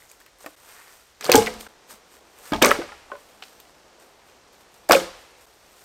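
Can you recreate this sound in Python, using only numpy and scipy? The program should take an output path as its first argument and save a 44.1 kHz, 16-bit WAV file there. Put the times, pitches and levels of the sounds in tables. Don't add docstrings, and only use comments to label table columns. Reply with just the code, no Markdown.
import sys
import numpy as np
from scipy import signal
from scipy.fft import rfft, irfft
from scipy.io import wavfile
from scipy.ndimage import uniform_filter1d

SR = 44100
rng = np.random.default_rng(int(sys.argv[2]) if len(sys.argv) > 2 else 0)


def wav_record(signal):
    frames = np.transpose(np.atleast_2d(signal))
    bounded = np.clip(frames, -1, 1)
    quanta = np.round(bounded * 32767).astype(np.int16)
    wavfile.write(sys.argv[1], SR, quanta)


def makeup_ratio(level_db):
    decades = np.asarray(level_db, float) / 20
    return 10 ** decades


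N = 257544


def decay(t60_s, length_s):
    return np.exp(-np.log(1000) * np.arange(int(length_s * SR)) / SR / t60_s)


def unit(x):
    return x / np.sqrt(np.mean(x ** 2))


def colour(x, points):
    hz, db = np.transpose(points)
    f = np.maximum(np.arange(len(x) // 2 + 1) * SR / len(x), 1)
    gain = makeup_ratio(np.interp(np.log(f), np.log(hz), db))
    return irfft(rfft(x) * gain, len(x))


def band(x, lo_hz, hi_hz):
    sos = signal.butter(2, [lo_hz, min(hi_hz, .45 * SR)], "band", fs=SR, output="sos")
    return signal.sosfilt(sos, x)


def add(out, start_s, sound):
    i = int(start_s * SR)
    out[i:i + len(sound)] += sound[:len(out) - i]


def curve(tables):
    t = np.arange(N) / SR
    rows = map(np.array, tables)
    return sum(makeup_ratio(np.interp(t, r[:, 0], r[:, 1], -200, -200)) for r in rows)


def walk(rate_hz):
    k = int(SR / rate_hz)
    return uniform_filter1d(np.repeat(rng.standard_normal(N // k + 1), k), k)[:N]


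def grains(rate_hz, scatter_db):
    size = makeup_ratio(scatter_db * rng.exponential(size=N)) * rng.standard_normal(N)
    return size * (rng.random(N) < rate_hz / SR)


def choked(table, t60_at_0db_s, gain_per_db):
    return [(*row, t60_at_0db_s * np.exp(-gain_per_db * row[1])) for row in table]


def knocks(table, rise_cycles, pair_db, spread):
    out, t = np.zeros(N), np.arange(SR // 3) / SR
    for (s, db, hz, t60), (a, b, c) in zip(table, rng.random((len(table), 3))):
        push = np.sin(np.pi / 2 * np.minimum(t * hz / rise_cycles, 1)) ** 2
        ratios = (1 + spread * (0.27 + a), 1 - spread * (.4 + b) / 2)
        near = sum(np.sin(2 * np.pi * (hz * ratio * t + c)) for ratio in ratios)
        near = makeup_ratio(pair_db) * near * decay(max(1.4 * t60, .004), 1 / 3)
        ring = np.sin(2 * np.pi * hz * t) + near
        add(out, s, makeup_ratio(db) * push * decay(max(t60, .004), 1 / 3) * ring)
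    return out


def cracks(table, spread):
    out, span = np.zeros(N), SR // 10
    rise = np.minimum(np.arange(span) / SR / 0.0013, 1) ** 2
    for (s, db, hz, *treble_db, t60), noise in zip(table, rng.standard_normal((len(table), 2, span))):
        snap = decay(max(.36 * t60, .002), 1 / 10)
        crumble = decay(max(2.2 * t60, .002), 1 / 10)
        burst = unit(band(noise[0], hz / spread, hz * spread)) * (snap + makeup_ratio(-13) * crumble)
        for rel_db in treble_db:
            tick = unit(band(noise[1], 5500, 16500)) * (snap + makeup_ratio(-18) * crumble)
            burst = burst + makeup_ratio(rel_db + 8) * tick
        add(out, s, makeup_ratio(db - 1.4) * rise * burst)
    return out


def pings(table, t60_cycles):
    out, t, rise_s = np.zeros(N), np.arange(SR // 8) / SR, .0006
    rise = np.sin(np.pi / 2 * np.minimum(t / rise_s, 1)) ** 2
    for s, db, hz in table:
        fall_db = 60 * np.maximum(t - rise_s, 0) * hz / t60_cycles
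        add(out, s, makeup_ratio(db + 1.5 - fall_db) * rise * np.sin(2 * np.pi * hz * t))
    return out


# start_s, peak_db, ring_hz
LOG_KNOCKS = [(0.46, -35, 670), (1.242, -35, 506), (1.293, -2.5, 502), (1.317, -13.5, 455),
              (1.345, 1.5, 437.4), (1.412, -16, 456), (1.607, -36, 460), (1.662, -42.5, 434),
              (2.53, -19.5, 645), (2.584, -27, 690), (2.623, -5.5, 385), (2.631, -9, 533),
              (2.641, -8.5, 562), (2.652, -14, 407), (2.671, -15, 569), (2.693, -11.5, 421),
              (2.711, -11, 540), (2.789, -24, 346), (2.829, -37, 590), (3.118, -32, 580), (4.896, -9, 600),
              (4.908, -4, 512), (4.925, -7, 706), (4.933, -10, 567), (4.965, -13, 540)]
# start_s, peak_db, ring_hz
LOG_OVERTONES = [(1.24, -35, 755), (1.292, -14, 740), (1.317, -15, 1050), (1.345, -2.5, 800),
                 (1.384, -17, 800), (1.424, -30, 1000), (1.47, -28, 717), (2.533, -21, 880),
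                 (2.552, -23, 865), (2.641, -12, 1150), (2.7, -18, 733), (2.75, -35, 840),
                 (2.816, -34.5, 733), (2.919, -38, 814), (4.895, -11, 675), (4.908, -7, 1104),
                 (4.933, -10, 856)]
# start_s, peak_db, ring_hz
END_CLACKS = [(1.263, -31, 1180), (1.294, -22, 1250), (1.3166, -14, 2520), (1.3379, -14.5, 1550),
              (1.351, -13.5, 1650), (1.4691, -22, 1990), (1.4762, -23, 1960), (2.5334, -25, 1230),
              (2.5512, -32, 1190), (2.6201, -9, 1730), (2.697, -17, 1200), (2.6464, -8, 2230),
              (2.6544, -9, 1170), (2.6683, -17, 1440), (2.7134, -5, 1300), (2.7514, -30, 1430),
              (2.817, -31, 1500), (2.8903, -39, 1233), (4.9092, -8.5, 1350), (4.9196, -8.5, 1163),
              (4.9302, -19, 1470), (4.9484, -17, 2486), (4.968, -22, 1260), (2.921, -37, 1400),
              (3.1, -43, 880)]


def log_knocks():
    main = knocks(choked(LOG_KNOCKS, .045, .014), 1.0, -9.5, .2)
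    second = knocks(choked(LOG_OVERTONES, .035, .025), 1.4, -2.5, .19)
    ends = knocks(choked(END_CLACKS, .03, .025), 1.3, -2.0, .3)
    return main + second + ends


# start_s, peak_db, ring_hz, t60_s
GROUND_THUMPS = [(0.4435, -31, 560, 0.02), (1.296, -25, 189, 0.1), (1.354, -24, 230, 0.18),
                 (1.371, -14, 98, 0.15), (1.39, -22, 214, 0.27), (1.464, -30.5, 218.5, 0.38),
                 (1.545, -46, 215, 0.37), (1.934, -50, 217, 0.12), (2.52, -27, 221.5, 0.15),
                 (2.551, -28.5, 220, 0.3), (2.628, -18, 241.4, 0.15), (2.664, -28, 227.4, 0.23),
                 (0.46, -37, 300, 0.07), (4.963, -32, 184.4, 0.26)]
# start_s, peak_db, ring_hz, t60_s
LOG_THUDS = [
    (1.291, -17.5, 358, 0.2),
    (1.375, -28, 305, 0.1),
    (2.5205, -14.5, 287, 0.045),
    (2.619, -14.5, 325, 0.068),
    (2.663, -17.5, 240.4, 0.15),
    (2.788, -22, 336, 0.039),
    (3.12, -39, 410, 0.15),
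    (4.897, -12, 330, 0.09),
    (5.014, -30, 341, 0.1),
]
# start_s, peak_db, ring_hz, t60_s
FREE_RINGS = [(1.343, -8, 275, .15), (1.357, -9.5, 839, 0.16), (1.351, -10, 443, 0.051),
              (1.378, -3, 453.6, 0.076), (1.47, -27, 500, 0.17), (2.535, -19.5, 3250, 0.027),
              (.465, -39, 520, .09), (2.714, -9, 1960, 0.024), (2.795, -20.5, 494, .06),
              (3.117, -25.5, 1060, 0.055), (3.117, -30, 1490, 0.07), (3.134, -29, 570, 0.09),
              (3.152, -34, 1020, 0.059), (3.152, -40, 1464, .05), (4.95, -5, 540, 0.125),
              (4.945, -23, 350, 0.15)]


def low_thuds():
    thumps = knocks(GROUND_THUMPS, 0.6, -11.5, .35)
    thuds = knocks(LOG_THUDS, 0.57, -13, .15)
    return thumps + thuds + knocks(FREE_RINGS, 2.7, -18.5, .1)


# start_s, peak_db, centre_hz, treble_db
BARK_CRACKS = [(1.209, -26, 4800, -17), (1.2428, -20, 6500, -14), (1.2518, -25, 4200, -35),
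               (1.2622, -21, 4500, -21), (1.296, -10, 2440, -20.5), (1.3167, -1, 3300, -15),
               (1.3245, -8, 4000, -19), (1.3376, -8, 2480, -17), (1.354, -2, 5600, -20),
               (1.3614, -8, 5000, -19.5), (1.3763, -13, 6000, -21), (1.461, -19, 3400, -19),
               (1.4685, -16, 2400, -19), (2.5214, -24, 2640, -19), (2.5333, -18, 3060, -24),
               (2.5607, -25, 2720, -26.5), (2.6169, -16, 2550, -17.5), (2.6226, 1.5, 3900, -14),
               (2.6264, -3, 4200, -30), (2.646, -3, 4200, -20), (2.6584, -17, 8650, -6.5),
               (2.663, -10, 3600, -26), (2.6884, -21, 5870, -25), (2.7076, -19, 3600, -18),
               (4.8897, -18, 7000, -14), (4.9097, -6, 3200, -14), (4.9193, 1, 4000, -15),
               (4.9297, -10, 4800, -19), (4.946, -13, 3200, -15), (4.9604, -19, 5000, -14)]
# start_s, peak_db, centre_hz
BARK_SCUFFS = [(0.262, -40.5, 1700), (0.4435, -36, 900), (0.461, -26, 1090), (1.209, -25, 1440),
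               (1.224, -28, 2120), (1.242, -24, 1770), (1.665, -31, 1123), (2.52, -16.5, 800),
               (2.544, -23, 2600), (2.707, -12, 2050), (2.714, -14, 1240), (2.748, -30, 1420),
               (2.817, -27, 1600), (2.919, -33.5, 1340), (3.116, -28, 970), (3.152, -34, 1020),
               (3.423, -26, 1970), (4.284, -43.5, 1780), (4.896, -14, 1400), (4.928, -4, 2600),
               (4.935, -6, 895)]
# start_s, peak_db, centre_hz, t60_s
BARK_TICKS = [
    (1.3426, -24, 12600, 0.024),
    (1.3564, -16, 12150, 0.03),
]


def bark():
    snaps = cracks(choked(BARK_CRACKS, .022, .014), 1.62)
    scuffs = cracks(choked(BARK_SCUFFS, .028, .01), 1.75)
    return snaps + scuffs + cracks(BARK_TICKS, 1.25)


# start_s, peak_db, centre_hz, treble_db
TWIG_SNAPS = [(0.0974, -40, 5500, -25), (0.1136, -36, 8360, -18), (0.2014, -49, 2730, -3),
              (0.262, -47, 2820, -2), (0.3844, -47.5, 8220, -21), (0.4612, -32, 2470, -6),
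              (1.6076, -30, 2730, -9.5), (2.386, -42, 2560, -7), (3.4232, -34, 3110, -33),
              (3.4357, -31, 2950, -23), (3.4806, -42, 3270, -26), (3.6002, -37, 2750, -6),
              (1.538, -35, 5900, -10), (4.7416, -45, 7220, -13)]


def twigs():
    return cracks(choked(TWIG_SNAPS, .024, .004), 1.62)


# start_s, peak_db, ring_hz
BARK_SPLINTERS = [(.0215, -43, 2000), (.0932, -45, 6600), (.1007, -44, 6800), (.1144, -43, 2400),
                  (.2033, -47, 1500), (.2134, -47, 1800), (.2807, -49, 1900), (.4054, -44, 6000),
                  (1.2265, -35, 2400), (1.2347, -33, 5500), (1.2394, -29, 5000), (1.2524, -22, 4500),
                  (1.2578, -23, 4400), (1.2644, -26, 6100), (1.2755, -29, 8400), (1.3185, -5, 6000),
                  (1.3254, -4, 4700), (1.3292, -19, 5100), (1.3447, -19, 5500), (1.3552, -3, 6100),
                  (1.359, -10, 3300), (1.3778, -19, 6000), (1.3867, -19, 5300), (1.4224, -24, 2800),
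                  (1.429, -27, 5600), (1.4727, -18, 2200), (1.4776, -20, 2100), (2.6202, -10, 2500),
                  (2.6202, -20, 8100), (2.632, -14, 3700), (2.6353, -12, 2200), (2.6376, -14, 2400),
                  (2.647, -9, 5900), (2.6592, -13, 8600), (2.6642, -10, 2200), (2.6831, -21, 6000),
                  (2.6892, -18, 5700), (2.7092, -14, 2300), (2.7144, -20, 8700), (4.887, -40, 4500),
                  (4.8938, -24, 7500), (4.8905, -26, 1500), (4.9095, -13, 1550), (4.911, -9, 2300),
                  (4.92, -13, 1600), (4.933, -14, 1450), (4.9216, -9, 5400), (4.9292, -7, 3400),
                  (4.9331, -12, 2800), (4.9508, -15, 2400), (4.9545, -17, 2700), (4.9949, -28, 6700),
                  (5.0004, -27, 3000)]
# start_s, peak_db, ring_hz
DRY_FLAKES = [(1.2264, -50, 12500), (1.234, -45, 12600), (1.2759, -43, 12100), (1.2836, -43, 12400),
              (1.3179, -11, 13600), (1.3179, -12, 15300), (1.318, -12, 8900), (1.3178, -13, 11500),
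              (1.3431, -22, 12600), (1.3503, -24, 15000), (1.3554, -15, 12100), (1.3553, -10, 8200),
              (1.3622, -15, 12700), (1.3622, -16, 15000), (1.6088, -33, 8600), (2.3338, -53, 7700),
              (2.6234, -12, 12100), (2.6236, -14, 8600), (2.6474, -23, 14600), (2.6593, -16, 13300),
              (2.6592, -17, 15200), (2.6593, -17, 11300), (2.7142, -22, 12400), (2.7142, -22, 14800),
              (3.9999, -47, 8200), (4.894, -35, 11800), (4.9021, -31, 11900), (4.9165, -29, 13300),
              (4.9201, -13, 13700), (4.9202, -14, 10800), (4.9203, -13, 8400), (4.9299, -22, 12700),
              (4.9452, -27, 13000), (5.212, -50, 8600)]
# start_s, peak_db, ring_hz
LOG_NOTES = [(.462, -43, 1098), (.462, -43, 1814), (3.424, -44, 760), (4.995, -27, 530), (5.06, -37, 520),
             (.463, -46, 1491), (.463, -43, 800), (1.385, -29, 1550), (1.465, -28, 2700),
             (2.64, -20, 1180), (2.71, -19, 2500), (2.815, -36, 1390), (2.815, -38, 1660),
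             (4.966, -25, 1450)]


def small_wood():
    return pings(BARK_SPLINTERS, 25) + pings(DRY_FLAKES, 30) + pings(LOG_NOTES, 75)


# ring_hz, t60_s, level_db
PILE_MODES = [(242, 0.05, -9), (426.8, 0.059, 1), (560, 0.13, -4.5), (703, 0.047, 0), (933, 0.021, -2),
              (1250, 0.022, -3.5), (1645, 0.019, -2), (2212, 0.013, -1.5), (2850, 0.017, -11.5),
              (3604, 0.0058, -11)]
# time_s, level_db
PILE_CONTACTS = [
    [(1.2, -76), (1.206, -48), (1.328, -19.5), (1.584, -47.5), (1.67, -62)],
    [(2.519, -42), (2.533, -24), (2.609, -53.5), (2.619, -13), (2.96, -57)],
    [(4.888, -50), (4.891, -32), (4.91, -13.5), (5.1, -52.5)],
]


def rattle():
    t, out = np.arange(SR // 8) / SR, 0
    for hz, t60, db in PILE_MODES:
        mode = np.sin(2 * np.pi * hz * t) * decay(t60, 1 / 8)
        out = out + makeup_ratio(db) * unit(signal.fftconvolve(grains(1200, 0.5), mode)[:N])
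    return makeup_ratio(-9.5) * curve(PILE_CONTACTS) * out


# low_edge_hz, quick_db, quick_t60_s, slow_db, slow_t60_s
TRUNK_ECHO = [(700, -20, 0.26, -21.5, 0.87), (1510, -19.5, 0.27, -22, 1.2), (2880, -10.5, 0.47, -21.5, 1.1),
              (5360, -8.5, 0.33, -26.5, 1.6), (11520, -13, .25, -44, .7)]


def trunks(x, t):
    out, change_s, last_s = 0, SCENE_CHANGES[1][0], SCENE_CHANGES[2][0]
    for hz, quick_db, quick_s, slow_db, slow_s in TRUNK_ECHO:
        power, linger = band(x, hz, 2 * hz) ** 2, 0
        for db, t60 in ((quick_db, quick_s), (slow_db, slow_s)):
            keep = np.exp(-2 * np.log(1000) / (t60 * SR))
            for start, end in ((0, change_s), (change_s, last_s)):
                held = signal.lfilter([1 - keep], [1, -keep], power * (t >= start) * (t < end))
                linger = linger + makeup_ratio(2 * db) * held * (t < end)
        late = np.roll(linger, int(.007 * SR))
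        out = out + np.sqrt(late) * unit(band(rng.standard_normal(N), hz, 2 * hz))
    return out


def low_echo(x, t):
    noise = band(rng.standard_normal(SR), 150, 800) * np.minimum(np.arange(SR) / SR / 0.015, 1)
    reply = noise * (makeup_ratio(-35) * decay(0.18, 1) + makeup_ratio(-64) * decay(1.1, 1))
    first, later = t < SCENE_CHANGES[1][0], t < SCENE_CHANGES[2][0]
    early_echo = signal.fftconvolve(x * first, reply)[:N] * first
    return early_echo + signal.fftconvolve(x * ~first, reply)[:N] * later


# start_s, level_db, t60_s
GROUND_RUMBLE = [
    (0, -64, 0.39),
    (1.345, -41, 1.1),
    (2.519, -37, 0.87),
    (2.62, -51.5, 1.5),
    (4.9, -49, 1.1),
]


def shudder(t):
    level, change_s = 0, SCENE_CHANGES[1][0]
    for s, db, t60 in GROUND_RUMBLE:
        age = np.maximum(t - s, 0)
        live = (t < change_s) | (s > change_s)
        rise = np.minimum(age / 0.015 + (s == 0), 1)
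        level = level + makeup_ratio(db - 60 * age / t60) * rise * live
    return level * unit(band(rng.standard_normal(N), 20, 85))


def swish(t):
    back = .7 * np.exp(-((t - .71) / .06) ** 2)
    forward = np.exp(-((t - .85) / .09) ** 2)
    second = 1.2 * np.exp(-((t - 2.47) / .04) ** 2)
    level = makeup_ratio(-53 + 3.5 * walk(30)) * (back + forward + second)
    return level * unit(band(rng.standard_normal(N), 800, 2200))


# freq_hz, density_db
LEAF_COLOUR = [(180, -15), (300, -6.5), (343, -11), (399, -2.5), (521, -4), (1110, -3), (1240, -3),
               (3450, -10.5), (7300, -9), (8400, -6), (9200, -8), (10400, -15.5), (13400, -8.5),
               (15500, -19), (16300, -37)]
# peak_s,
# treble_db, swell_20db_s, fade_20db_s
MOVEMENTS = [(0.0, -62, .1, .35), (0.11, -62, .06, .08), (0.21, -61, .02, .05), (0.41, -57, .03, .24),
             (0.7, -57, .25, .55), (0.95, -61, .6, .2), (1.255, -46, .04, .12), (1.608, -49, .03, .09),
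             (1.908, -48.5, .03, .075), (2.14, -60, .1, .1), (2.48, -51, .17, .2), (3.2, -65, .2, .7),
             (3.45, -63, .08, .45), (3.998, -64, .01, .25), (4.27, -66, .04, .15), (4.528, -66, .01, .12),
             (4.61, -63, .04, .05), (4.75, -65, .08, .25), (4.896, -41, .004, .06), (5.2, -66, .1, .25),
             (5.418, -63, .08, .3), (5.84, -61, .45, .1)]


def rustle():
    grit = 0.33 + uniform_filter1d(np.abs(unit(grains(1900, 1.7))), size=40)
    low, high = (colour(grit * rng.standard_normal(N), LEAF_COLOUR) for _ in range(2))
    low = signal.sosfilt(signal.butter(2, 4500, fs=SR, output="sos"), low)
    high = signal.sosfilt(signal.butter(2, 4000, "high", fs=SR, output="sos"), high)
    t, breeze, power = np.arange(N) / SR, curve(BREEZE_LEVEL), 0
    for s, db, swell_s, fade_s in MOVEMENTS:
        away = np.maximum((s - t) / swell_s, (t - s) / fade_s)
        power = power + makeup_ratio(db - 20 * away) ** 2
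    stir = np.sqrt(power)
    treble = np.hypot(stir, makeup_ratio(-82) * breeze)
    middle = np.hypot(makeup_ratio(1.5) * stir, makeup_ratio(-66) * breeze)
    return makeup_ratio(4.5) * treble * unit(high) + makeup_ratio(2) * middle * unit(low)


# freq_hz, density_db
HUSH_COLOUR = [(12, -33.5), (20, -5.5), (55, -2.5), (155, -10), (257, -8.5), (360, -4), (426, -4),
               (504, -2.5), (908, -6.5), (2110, -11), (5780, -13), (12700, -29), (15000, -40.5),
               (16300, -39)]
# time_s, level_db
BREEZE_LEVEL = [
    [(0, -1), (1.2, -3), (1.7, 4), (3.3, 4), (4.8, 3.5), (5.84, 0.5)],
]


def hush():
    swell, breeze, bands = walk(0.7), curve(BREEZE_LEVEL), 0
    for k, hz in enumerate(18 * 2. ** np.arange(10)):
        gain = makeup_ratio(.6 * swell + .9 * walk(7.3)) * (breeze if 3 <= k <= 5 else 1)
        bands = bands + gain * band(rng.standard_normal(N), hz, 2 * hz)
    return makeup_ratio(-56.5) * unit(colour(bands, HUSH_COLOUR))


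# centre_s, half_width_s
SCENE_CHANGES = [
    (0.559, 0.0075),
    (1.681, 0.0087),
    (5.461, 0.0067),
]


def dip_at_changes(mix, t):
    for s, half_s in SCENE_CHANGES:
        mix = mix * np.clip(np.abs(t - s) / half_s, .1, 1)
    return mix


# freq_hz, gain_db
MIC_RESPONSE = [(50, -14.5), (150, 1), (6000, -0.5), (9000, 0.5), (10200, -6), (13000, 4.5), (15500, -2)]


def scene():
    t = np.arange(N) / SR
    highs = band(log_knocks() + bark() + twigs(), 260, 17000)
    blows = low_thuds() + highs + rattle() + small_wood()
    heard = colour(blows + trunks(blows, t) + low_echo(blows, t), MIC_RESPONSE)
    mix = heard + shudder(t) + swish(t) + rustle() + hush()
    return dip_at_changes(mix, t)[None]


def low_pass(x):
    return signal.sosfilt(signal.butter(12, 16480, fs=SR, output="sos"), x)


def record(dry):
    x = signal.sosfilt(signal.ellip(8, .2, 60, 15850, fs=SR, output="sos"), dry)
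    return low_pass(np.clip(x, -.99, .99))


dry = scene()
out = record(dry)
wav_record(out)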